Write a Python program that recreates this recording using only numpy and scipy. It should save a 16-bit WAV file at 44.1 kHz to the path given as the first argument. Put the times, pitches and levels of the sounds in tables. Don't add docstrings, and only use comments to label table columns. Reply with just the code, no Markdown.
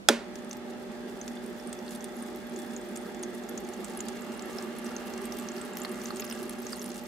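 import sys
import numpy as np
from scipy import signal
from scipy.fft import rfft, irfft, next_fast_len
from scipy.io import wavfile
from scipy.ndimage import uniform_filter1d

SR = 44100
rng = np.random.default_rng(int(sys.argv[2]) if len(sys.argv) > 2 else 0)


def makeup_ratio(level_db):
    decades = np.asarray(level_db, float) / 20
    return 10 ** decades


def to_wav(sig):
    pcm = np.clip(np.atleast_2d(sig), -1, 1) * 32767
    pcm = np.round(pcm).astype(np.int16)
    wavfile.write(sys.argv[1], SR, pcm.T)


N = 311787

# time in seconds, rush level in dB, camera height (1 above, 0 beside).
FLOW = [(.12, -44, .7), (1.5, -42.5, .9), (2.3, -42, 1), (3.4, -41, .95), (4, -40, .45), (4.6, -40, .1),
        (5.7, -40, 0), (6.3, -41, 0), (7.07, -44, .3)]


def evened(x):
    return x / np.sqrt(np.mean(x ** 2) + 1e-20)


def read(points, hz):
    f, value = np.transpose(points)
    return np.interp(np.log(hz + 1), np.log(f + 1), value)


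def curve(rows, t):
    s, *columns = np.transpose(rows)
    return [np.interp(t, s, c) for c in columns]


def add(mix, s, sound):
    part = mix[:, round(s * SR):][:, :sound.shape[1]]
    part += sound[:, :part.shape[1]]


def hill(hz, centre_hz, width_hz):
    return 1 / (1 + (2 * (hz - centre_hz) / width_hz) ** 2)


def noise(size, likeness, magnitude):
    hop = size // 4
    frames = N // hop + 5
    hz = np.fft.rfftfreq(size, 1 / SR)[:, None]
    a, b, c, d = rng.standard_normal((frames, len(hz), 4)).T
    same = likeness(hz)
    left = a + 1j * b
    right = same * left + np.sqrt(1 - abs(same) ** 2) * (c + 1j * d)
    z = np.array([left, right]) * magnitude(hz, np.arange(frames) * hop / SR)
    return evened(signal.istft(z, nperseg=size, noverlap=size - hop)[1][:, :N])


def kitchen(level_db=-47.5):
    # frequency in Hz, relative density in dB per Hz.
    room_spectrum = [(18, -34), (38, -28), (50, -9), (60, -7), (70, -16), (135, -19), (170, -12), (199, 0),
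                     (245, -12), (330, -11), (900, -20), (2230, -27), (4190, -31), (12300, -41),
                     (16000, -45)]
    # frequency in Hz, left-right likeness (-1 to 1).
    room_same = [(40, -.3), (90, -.5), (150, .6), (400, .3), (800, -.3), (2000, -.6), (8000, -.2)]
    return makeup_ratio(level_db) * noise(4096, lambda hz: read(room_same, hz),
                                 lambda hz, t: makeup_ratio(read(room_spectrum, hz)))


def clack(crack_db=-11, room_db=-9, small_hz=190):
    # time in seconds, relative level in dB, share of dull push.
    blows = [(0.0866, -2, 0), (0.0881, -4.5, 0), (0.0933, -8.5, 0.7), (0.0951, 3, 1.16)]
    # frequency in Hz, relative level in dB, t60 in seconds.
    modes = [(232, -21, 0.27), (312, -10, 0.063), (429, -18, 0.071), (553, -17.5, 0.064),
             (611, -11.5, 0.03), (813, -13.5, 0.03), (940, -31, 0.032), (1400, -2, 0.011),
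             (1870, -2, 0.0071), (2520, -12, 0.0092), (3480, 0.5, 0.0097), (4550, -21, 0.0055),
             (5200, 3.5, 0.0061), (6150, 1, 0.0075), (7100, 0, 0.0054), (8400, 6, 0.003),
             (10400, -26, 0.0043)]
    # frequency in Hz, t60 in seconds.
    kitchen_t60 = [(200, 0.15), (700, 0.38), (2500, 0.36), (6000, 0.32), (10000, 0.24), (14000, 0.17)]
    t = np.arange(SR // 2) / SR
    dry = np.zeros((1, N))
    for s, db, dull in blows:
        ring = np.zeros(len(t))
        for k, (hz, mode_db, t60) in enumerate(modes):
            decay = makeup_ratio(mode_db - 60 * t / t60 - 20 * dull * np.log10(1 + hz / 700))
            build = 1 - np.exp(-hz * t / 0.7)
            ring += decay * np.sin(2 * np.pi * hz * t + k ** 2) * build
        ring *= 1 - np.exp(-t / 0.00048)
        add(dry, s, makeup_ratio(db) * ring[None])

    first_s = blows[0][0]
    crack = rng.standard_normal((3, len(t))) * makeup_ratio(crack_db) * np.exp(-(t / 0.0057) ** 2)

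    hz, when, z = signal.stft(rng.standard_normal((2, len(t))), SR, nperseg=256)
    decay = makeup_ratio(-60 * when / read(kitchen_t60, hz)[:, None])
    tail = signal.istft(z * decay, SR, nperseg=256)[1][:, :len(t)]
    tail *= np.clip((t - .002) / 0.0017, 0, 1)
    tail[1] = .8 * tail[0] + .6 * tail[1]

    spread = signal.sosfilt(signal.butter(2, 500, fs=SR, output="sos"), dry)
    add(dry, first_s, signal.lfilter([1, 2, 1], [4], crack[:1]))
    snap = 2.1 * np.diff(np.exp(-t * 22000), prepend=0)
    shove = 14 * np.diff(np.exp(-t * 4000) - np.exp(-t * 14000), prepend=0)
    add(spread, first_s, snap[None])
    add(spread, first_s, shove[None])
    answer = signal.fftconvolve(spread, tail / np.linalg.norm(tail[0]), axes=1)[:, :N]
    wet = dry + makeup_ratio(room_db) * answer
    add(wet, first_s, .5 * crack[1:])
    wet[0] = signal.lfilter([.2], [1, -.8], wet[0]) * .4 + np.roll(wet[0], 1) * .6
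    return signal.sosfilt(signal.butter(4, small_hz, "high", fs=SR, output="sos"), wet)


def hum(mains_hz=60.01, waver_db=1.1):
    # multiple of the mains, level in dB rms ahead of the waver.
    multiples = [(4, -45.5), (6, -51.5), (9, -64.5), (10, -53), (11, -72), (14, -64.5), (30, -71),
                 (32, -69.5), (34, -74), (36, -75.5)]
    t = np.arange(N) / SR
    coarse_t = t[::64]
    out = np.zeros(N)
    for multiple, db in multiples:
        slow = sum(np.sin(2 * np.pi * (f * coarse_t + rng.random())) / np.sqrt(f)
                   for f in np.geomspace(.2, 6, num=12))
        level = makeup_ratio(db + waver_db * np.interp(t, coarse_t, evened(slow)))
        out += np.sqrt(2) * level * np.sin(2 * np.pi * (multiple * mains_hz * t + rng.random()))
    return out * np.clip((t - .087) / 0.013, 0, 1)


def air_power(hz, height):
    # frequency in Hz, hill width in Hz, dB heard from above, dB heard from the side.
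    air = [(1190, 160, 0, 8), (1280, 90, 5, 0), (1360, 80, -3, 3), (1630, 90, 5, -2), (1685, 100, 0, 5),
           (1810, 220, 4, -6), (1930, 80, 0, 1), (2030, 90, 4, -2), (2145, 90, 1, 4), (2770, 170, 1, 8),
           (3200, 250, -6, 1), (3460, 130, 11.5, 2), (4300, 130, 1, 5), (4730, 120, 2, -4)]
    return 1 + sum((makeup_ratio(side + height * (top - side)) * hill(hz, f, w)) ** 2 for f, w, top, side in air)


def rush(patchy_db=1.5, side_bright_db=2.5, side_hollow_db=-3.5):
    # frequency in Hz, relative density in dB per Hz.
    line_spectrum = [(18, -71), (130, -13), (172, -21), (220, -0.5), (287, -7.5), (400, -4), (499, -12.5),
                     (850, -17), (1000, -15), (1500, -12.5), (2400, -18), (3100, -21.5), (6900, -30.5),
                     (15000, -38.5), (16400, -46)]
    # frequency in Hz, width in Hz, dB over the rush.
    wall_modes = [(197, 13, 15), (219, 14, 7), (230.5, 7, 17), (376, 14.5, 16), (350, 88, 7.5),
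                  (473, 35, 11.5), (580, 44, 9), (698, 30, 9.5), (772, 40, 16), (825, 45, 13.5),
                  (868, 44, 12)]
    # frequency in Hz, left-right likeness ahead of a 0.99 ceiling.
    port_same = [(150, 0.63), (400, 1), (900, 0.87), (2400, 0.67), (6000, 0.72), (15000, 0.18)]
    # frequency in Hz, swing of the phase ripple in radians.
    ripple = [(300, 0), (450, 1.17), (1000, 0.95), (2200, 1.5), (5000, 1.5), (12000, -42)]

    def likeness(hz):
        phase = read(ripple, hz) * np.sin(hz / 70 + np.sin(hz / 310))
        return np.clip(read(port_same, hz), 0, .99) * np.exp(1j * phase)

    def magnitude(hz, t):
        height = curve(FLOW, t)[1]
        walls = sum(makeup_ratio(db) ** 2 * hill(hz, f, w) for f, w, db in wall_modes)
        side_db = side_bright_db * (1 - height) * np.clip(hz / 500 - 1, 0, 1)
        side_db = side_db + side_hollow_db * (1 - height) * hill(hz, 800, 260)
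        patches = rng.standard_normal((len(t), len(hz))).T
        patches = uniform_filter1d(patches, size=20, axis=0)
        patches = evened(uniform_filter1d(patches, size=3, axis=1))
        source = makeup_ratio(read(line_spectrum, hz) + side_db + patchy_db * patches)
        return source * np.sqrt(walls + air_power(hz, height))

    t = np.arange(N) / SR
    opening = np.clip((t - .09) / 0.018, 0, 1)
    return makeup_ratio(curve(FLOW, t)[0]) * opening * noise(4096, likeness, magnitude)


def bubble(hz, cycles, splash_db, chance, near_db=3.0, near_t60=0.015, far_db=-4, far_t60=0.066,
           echo_s=.0034, echo_db=-12):
    turns = hz * np.arange(400) / SR
    ring = np.sin(2 * np.pi * turns) * np.exp(-turns / max(cycles, .5)) * (1 - np.exp(-turns / 0.8))
    splash = np.diff(np.exp(-turns * 1.4) - np.exp(-turns * 5), prepend=0)
    source = ring / abs(ring).max() + makeup_ratio(splash_db) * splash / abs(splash).max()

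    later = np.arange(chance.shape[1]) / SR
    near = makeup_ratio(-60 * later / near_t60)
    far = makeup_ratio(-60 * later / far_t60)
    walls = chance * (makeup_ratio(near_db) * near / np.linalg.norm(near) + makeup_ratio(far_db) * far / np.linalg.norm(far))
    walls[1] = 0.42 * walls[0] + 0.9 * walls[1]
    walls[:, 0] += 1
    walls[:, round(echo_s * SR)] += makeup_ratio(echo_db + near_db)
    sound = signal.fftconvolve(source[None], walls, axes=1)
    return sound / abs(sound).max()


def fizz(count=30, per_s=900, spread_db=4.5, clump_db=2.5, splash_db=6.5):
    # time in seconds, level in dB ahead of the air space.
    fizz_level = [(0.25, -66.5), (1.2, -58), (2.0, -55), (3.3, -57.5), (4.2, -54.5), (5.8, -52.5),
                  (7.07, -51)]
    strength = makeup_ratio(spread_db * np.minimum(rng.exponential(1, N), 2.8))
    strength *= rng.random(N) < per_s / SR
    strength *= makeup_ratio(clump_db * evened(uniform_filter1d(rng.standard_normal(N), size=2500)))
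    kind = rng.integers(0, count, N)
    out = np.zeros((2, N))
    for k, hz in enumerate(np.linspace(4600, 15500, count)):
        grain = bubble(hz, rng.uniform(0.4, 1.24), splash_db, rng.standard_normal((2, 2000)))
        out += signal.oaconvolve((strength * (kind == k))[None], grain, axes=1)[:, :N]
    t = np.arange(N) / SR
    return makeup_ratio(curve(fizz_level, t)[0]) * evened(out) * (t > .2)


def pops(splash_db=3.5, splash_db_per_cycle=-.8, slap_cycles=0.5, slap_splash_db=-2):
    # time in seconds, peak in dB ahead of the air space, pitch in Hz,
    # cycles it rings (decay to 1/e).
    clear_bubbles = [(0.356, -28.5, 6300, 1.1), (0.388, -43, 6900, 5.2), (0.4465, -39, 9600, 1.1),
                     (0.495, -33, 11000, 0.83), (0.511, -28, 6340.0, 3.5), (0.53, -26.5, 7160, 0.99),
                     (0.569, -33, 13000, 1.3), (0.708, -46, 9000, 1), (1.2135, -30, 6450, 4.6),
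                     (1.265, -39, 9340.0, 3.3), (1.279, -25, 6660, 1.4), (1.3544, -37, 9050, 1),
                     (1.371, -42, 3540, 5.1), (1.4394, -44, 9200, 6.1), (1.4625, -41, 9000, 4),
                     (1.5979, -39, 5510.0, 2.5), (1.6728, -34, 8850, 5.1), (1.6934, -41, 9460.0, 4.9),
                     (1.7287, -24.5, 8400, 1.3), (1.7895, -38, 6000, 1.9), (1.8655, -51, 4800.0, 6.3),
                     (1.8657, -45, 9500, 1.2), (1.874, -46, 9000, 1.2), (1.8793, -36, 4350.0, 4.1),
                     (1.893, -42, 7500, 1.1), (1.908, -35, 6600, 1.4), (1.9083, -29, 10520.0, 1.2),
                     (1.9258, -38, 11460.0, 7.0), (1.9502, -33, 10990.0, 1.7), (1.9589, -32.5, 9000, 1.9),
                     (2.0076, -32.5, 6150, 3.9), (2.043, -24, 9600, 1.8), (2.1584, -46.0, 7000.0, 8.9),
                     (2.1669, -38, 11100, 6.8), (2.2244, -34, 9000, 5.1), (2.3588, -32, 12100, 3.3),
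                     (2.4694, -39, 12500, 4), (2.4962, -40, 10270.0, 7.5), (2.5614, -31.5, 6770.0, 3.6),
                     (2.5897, -31, 8800, 1.2), (2.599, -37, 8190.0, 1.8), (2.621, -39, 6940, 1.3),
                     (2.7643, -29, 6830, 6.7), (2.8136, -41, 8300, 3.5), (2.8884, -43, 10660.0, 9.0),
                     (2.9574, -32, 11500, 2), (2.9618, -28, 7100, 2.1), (2.9726, -27.5, 8900, 3),
                     (3.0115, -42, 9100, 9.0), (3.1467, -35, 7040, 1.1), (3.1938, -42, 7210.0, 3.7),
                     (3.2284, -28.5, 9000, 5.5), (3.234, -25.5, 6500.0, 3.4), (3.246, -44, 6630.0, 1.7),
                     (3.3487, -31.5, 10700, 3.6), (3.4371, -41, 6800, 5.6), (3.4895, -33.5, 6910.0, 1.5),
                     (3.493, -29, 11500, 7.7), (3.5763, -28.0, 6640, 4.4), (3.6037, -38, 12500, 4),
                     (3.6486, -41, 6320.0, 5.1), (3.6886, -31, 10000, 2.5), (3.736, -32.5, 6850, 2.6),
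                     (3.845, -23.5, 8700, 1.3), (3.853, -33.5, 7110.0, 2), (3.8982, -41, 10050.0, 9.0),
                     (3.9736, -25, 10600, 4.4), (3.9912, -34, 7500, 4), (4.005, -23.5, 7060, 3.5),
                     (4.008, -35, 10700, 4.6), (4.0669, -39, 4890.0, 2.2), (4.085, -23.5, 7000, 0.63),
                     (4.1203, -46, 9000.0, 8.3), (4.1679, -40, 7100, 5.3), (4.21, -36, 12500, 4),
                     (4.22, -37.5, 7400, 5.6), (4.3384, -42, 8570.0, 5.2), (4.348, -41, 7480.0, 3.3),
                     (4.3743, -41, 9930.0, 7.3), (4.394, -30.5, 5460, 1.3), (4.423, -31.5, 7300, 2.5),
                     (4.457, -35, 11500.0, 8.3), (4.53, -41, 6500, 8.2), (4.5849, -27.5, 5360, 2.7),
                     (4.6247, -29, 7900.0, 1.2), (4.7859, -30, 11100, 5), (4.846, -35, 8240, 4.9),
                     (4.866, -35.5, 5790.0, 6), (4.9648, -25.5, 6150, 3.9), (5.0678, -36, 12500, 3),
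                     (5.1374, -29.5, 5940, 0.72), (5.1777, -26, 7550.0, 1.2), (5.217, -30, 10500, 1.3),
                     (5.2541, -32, 8500, 4.4), (5.257, -30, 13140.0, 4.4), (5.3225, -29, 5900, 1.9),
                     (5.3224, -32, 12500, 4), (5.3682, -31, 13360.0, 3.4), (5.3695, -37.0, 8550.0, 2.8),
                     (5.3868, -26, 11300, 3.4), (5.3982, -31, 7710.0, 1.3), (5.411, -39, 7800, 7.6),
                     (5.487, -25, 6100, 2.2), (5.5174, -33, 7140.0, 4.5), (5.5646, -34, 5400, 1.6),
                     (5.5727, -37, 12500, 4), (5.5803, -37, 5250.0, 0.9), (5.5984, -42, 9830.0, 5.0),
                     (5.6146, -38, 3700.0, 2.8), (5.6146, -29, 8000, 4.9), (5.65, -33, 10470.0, 3.7),
                     (5.7338, -38, 7500, 6), (5.7706, -21.5, 12500, 1.8), (5.7705, -30, 6050, 0.91),
                     (5.7819, -33, 13800, 6.2), (5.7875, -33, 9000, 0.83), (5.7937, -45, 7150.0, 4.3),
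                     (5.8, -33, 11290.0, 8.3), (5.8175, -28, 7100, 6), (5.833, -35, 8750.0, 3.5),
                     (5.8352, -28, 14500, 3), (5.8488, -25, 4260, 0.97), (5.8535, -39, 4270, 8),
                     (5.8545, -33, 11000, 1.5), (5.879, -42, 8890.0, 2.1), (5.8932, -38, 10960.0, 4.0),
                     (5.916, -30, 9100, 2.6), (5.926, -37, 12500, 4), (6.016, -29.5, 6560, 1.2),
                     (6.036, -35, 11200.0, 3.4), (6.0438, -33, 13600.0, 3.5), (6.057, -26, 6500.0, 2),
                     (6.0715, -38.0, 7040, 2.6), (6.0855, -39.0, 6910.0, 3.6), (6.1053, -33, 4300, 4.9),
                     (6.1144, -35, 12000, 1.3), (6.1409, -45, 8600.0, 9.0), (6.16, -31, 8430.0, 4.1),
                     (6.1685, -30, 6800, 2.4), (6.1828, -41.0, 9550.0, 3.8), (6.197, -24.5, 6920.0, 2.8),
                     (6.1977, -30, 12000, 4), (6.206, -24.5, 12290.0, 3.6), (6.2205, -28.5, 5130, 6.5),
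                     (6.243, -27, 13800, 3), (6.246, -30, 5820.0, 1.0), (6.25, -27.5, 10820.0, 4.4),
                     (6.266, -35, 6810.0, 3.5), (6.278, -37, 5190.0, 2.7), (6.294, -37, 8530.0, 1.7),
                     (6.298, -33, 5800, 2.2), (6.2999, -30, 14500, 5), (6.311, -29, 5230, 4.9),
                     (6.3252, -26.5, 8930.0, 3.6), (6.4298, -26, 10900, 2.3), (6.465, -39, 12000, 1.1),
                     (6.481, -38, 9120.0, 2.8), (6.495, -22, 10600, 2.5), (6.5073, -37, 7290.0, 1.0),
                     (6.5083, -36.0, 10220.0, 2.8), (6.59, -39, 10470.0, 5.4), (6.6018, -34, 10780.0, 2.1),
                     (6.6198, -33, 13040.0, 3.9), (6.6238, -43, 8090.0, 5.9), (6.667, -26, 6200, 2.1),
                     (6.6809, -44, 6780.0, 3.1), (6.688, -36, 7730.0, 1.9), (6.725, -29.5, 8400, 3.4),
                     (6.7298, -26, 4900, 6.7), (6.739, -45.0, 9500.0, 6.9), (6.7525, -39, 4260, 9.1),
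                     (6.759, -32, 9080.0, 2.6), (6.7666, -35, 11000, 8), (6.7943, -33, 6400, 8.2),
                     (6.817, -39, 10100.0, 6.1), (6.8168, -33.0, 5570, 4.8), (6.8221, -38.0, 12700.0, 7.7),
                     (6.829, -32, 11520.0, 3.7), (6.8427, -27, 10900, 2.6), (6.8603, -30, 9350, 3.8),
                     (6.8792, -30, 14000, 2.8), (6.8905, -31, 10840.0, 3.2), (6.902, -35, 5640, 1.5),
                     (6.9172, -29, 6600, 0.88), (6.9437, -36, 9200.0, 3.4), (6.9675, -32, 10710.0, 1.3),
                     (6.9812, -41, 8440.0, 5), (7.0371, -38, 12600, 9.0), (7.0565, -39, 6140, 1.2),
                     (7.066, -41, 9000, 3)]
    # time in seconds, peak in dB ahead of the air space, pitch in Hz.
    slaps = [(4.087, -38, 1600), (5.7698, -40, 1500), (5.8488, -26.5, 1470), (6.105, -30.5, 1300),
             (6.1987, -31.5, 2600), (6.223, -31, 2740), (6.244, -37, 2750), (6.311, -31.5, 2740),
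             (6.3245, -30, 2760), (6.7312, -29, 1360)]
    rows = [(*pop, splash_db + splash_db_per_cycle * pop[-1]) for pop in clear_bubbles]
    rows += [(*slap, slap_cycles, slap_splash_db) for slap in slaps]
    out = np.zeros((2, N))
    for s, db, hz, cycles, click_db in rows:
        add(out, s, makeup_ratio(db) * bubble(hz, cycles, click_db, rng.standard_normal((2, 2000))))
    return out


def through_air(x, air_share=.6):
    hz, t, z = signal.stft(x, SR, nperseg=1024)
    gain = air_power(hz[:, None], curve(FLOW, t)[1]) ** (air_share / 2)
    return signal.istft(z * gain, SR, nperseg=1024)[1][:, :N]


def scene():
    return kitchen() + clack() + hum() + rush() + through_air(fizz() + pops())


def roll_off(x):
    return signal.sosfilt(signal.butter(12, 16460, fs=SR, output="sos"), x)


def record(dry, overload=.85):
    # frequency in Hz, left over right in dB.
    tilt = [(60, 0.0), (150, -2.0), (380, -3.0), (950, -1.5), (2380, -2.0), (5980, -1.0), (15000, -1.0)]
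    # frequency in Hz, lead of the left in radians.
    lead = [(120, 0), (170, .3), (420, 0), (820, -.3), (1200, -.1), (4000, .1), (12000, .3)]
    # frequency in Hz, gain in dB.
    mic_top = [(9000, 0), (12000, -3), (14500, -2.5), (15700, -9), (16400, -70)]
    size = next_fast_len(N)
    hz = np.fft.rfftfreq(size, 1 / SR)
    half = makeup_ratio(read(tilt, hz) / 2) * np.exp(.5j * read(lead, hz))
    rounded = dry / (1 + (dry / overload) ** 4) ** 0.28
    spectrum = rfft(rounded, size) * makeup_ratio(read(mic_top, hz)) * np.array([half, 1 / half])
    ports = irfft(spectrum, size)[:, :N]
    return roll_off(ports)


dry = scene()
out = record(dry)
to_wav(out)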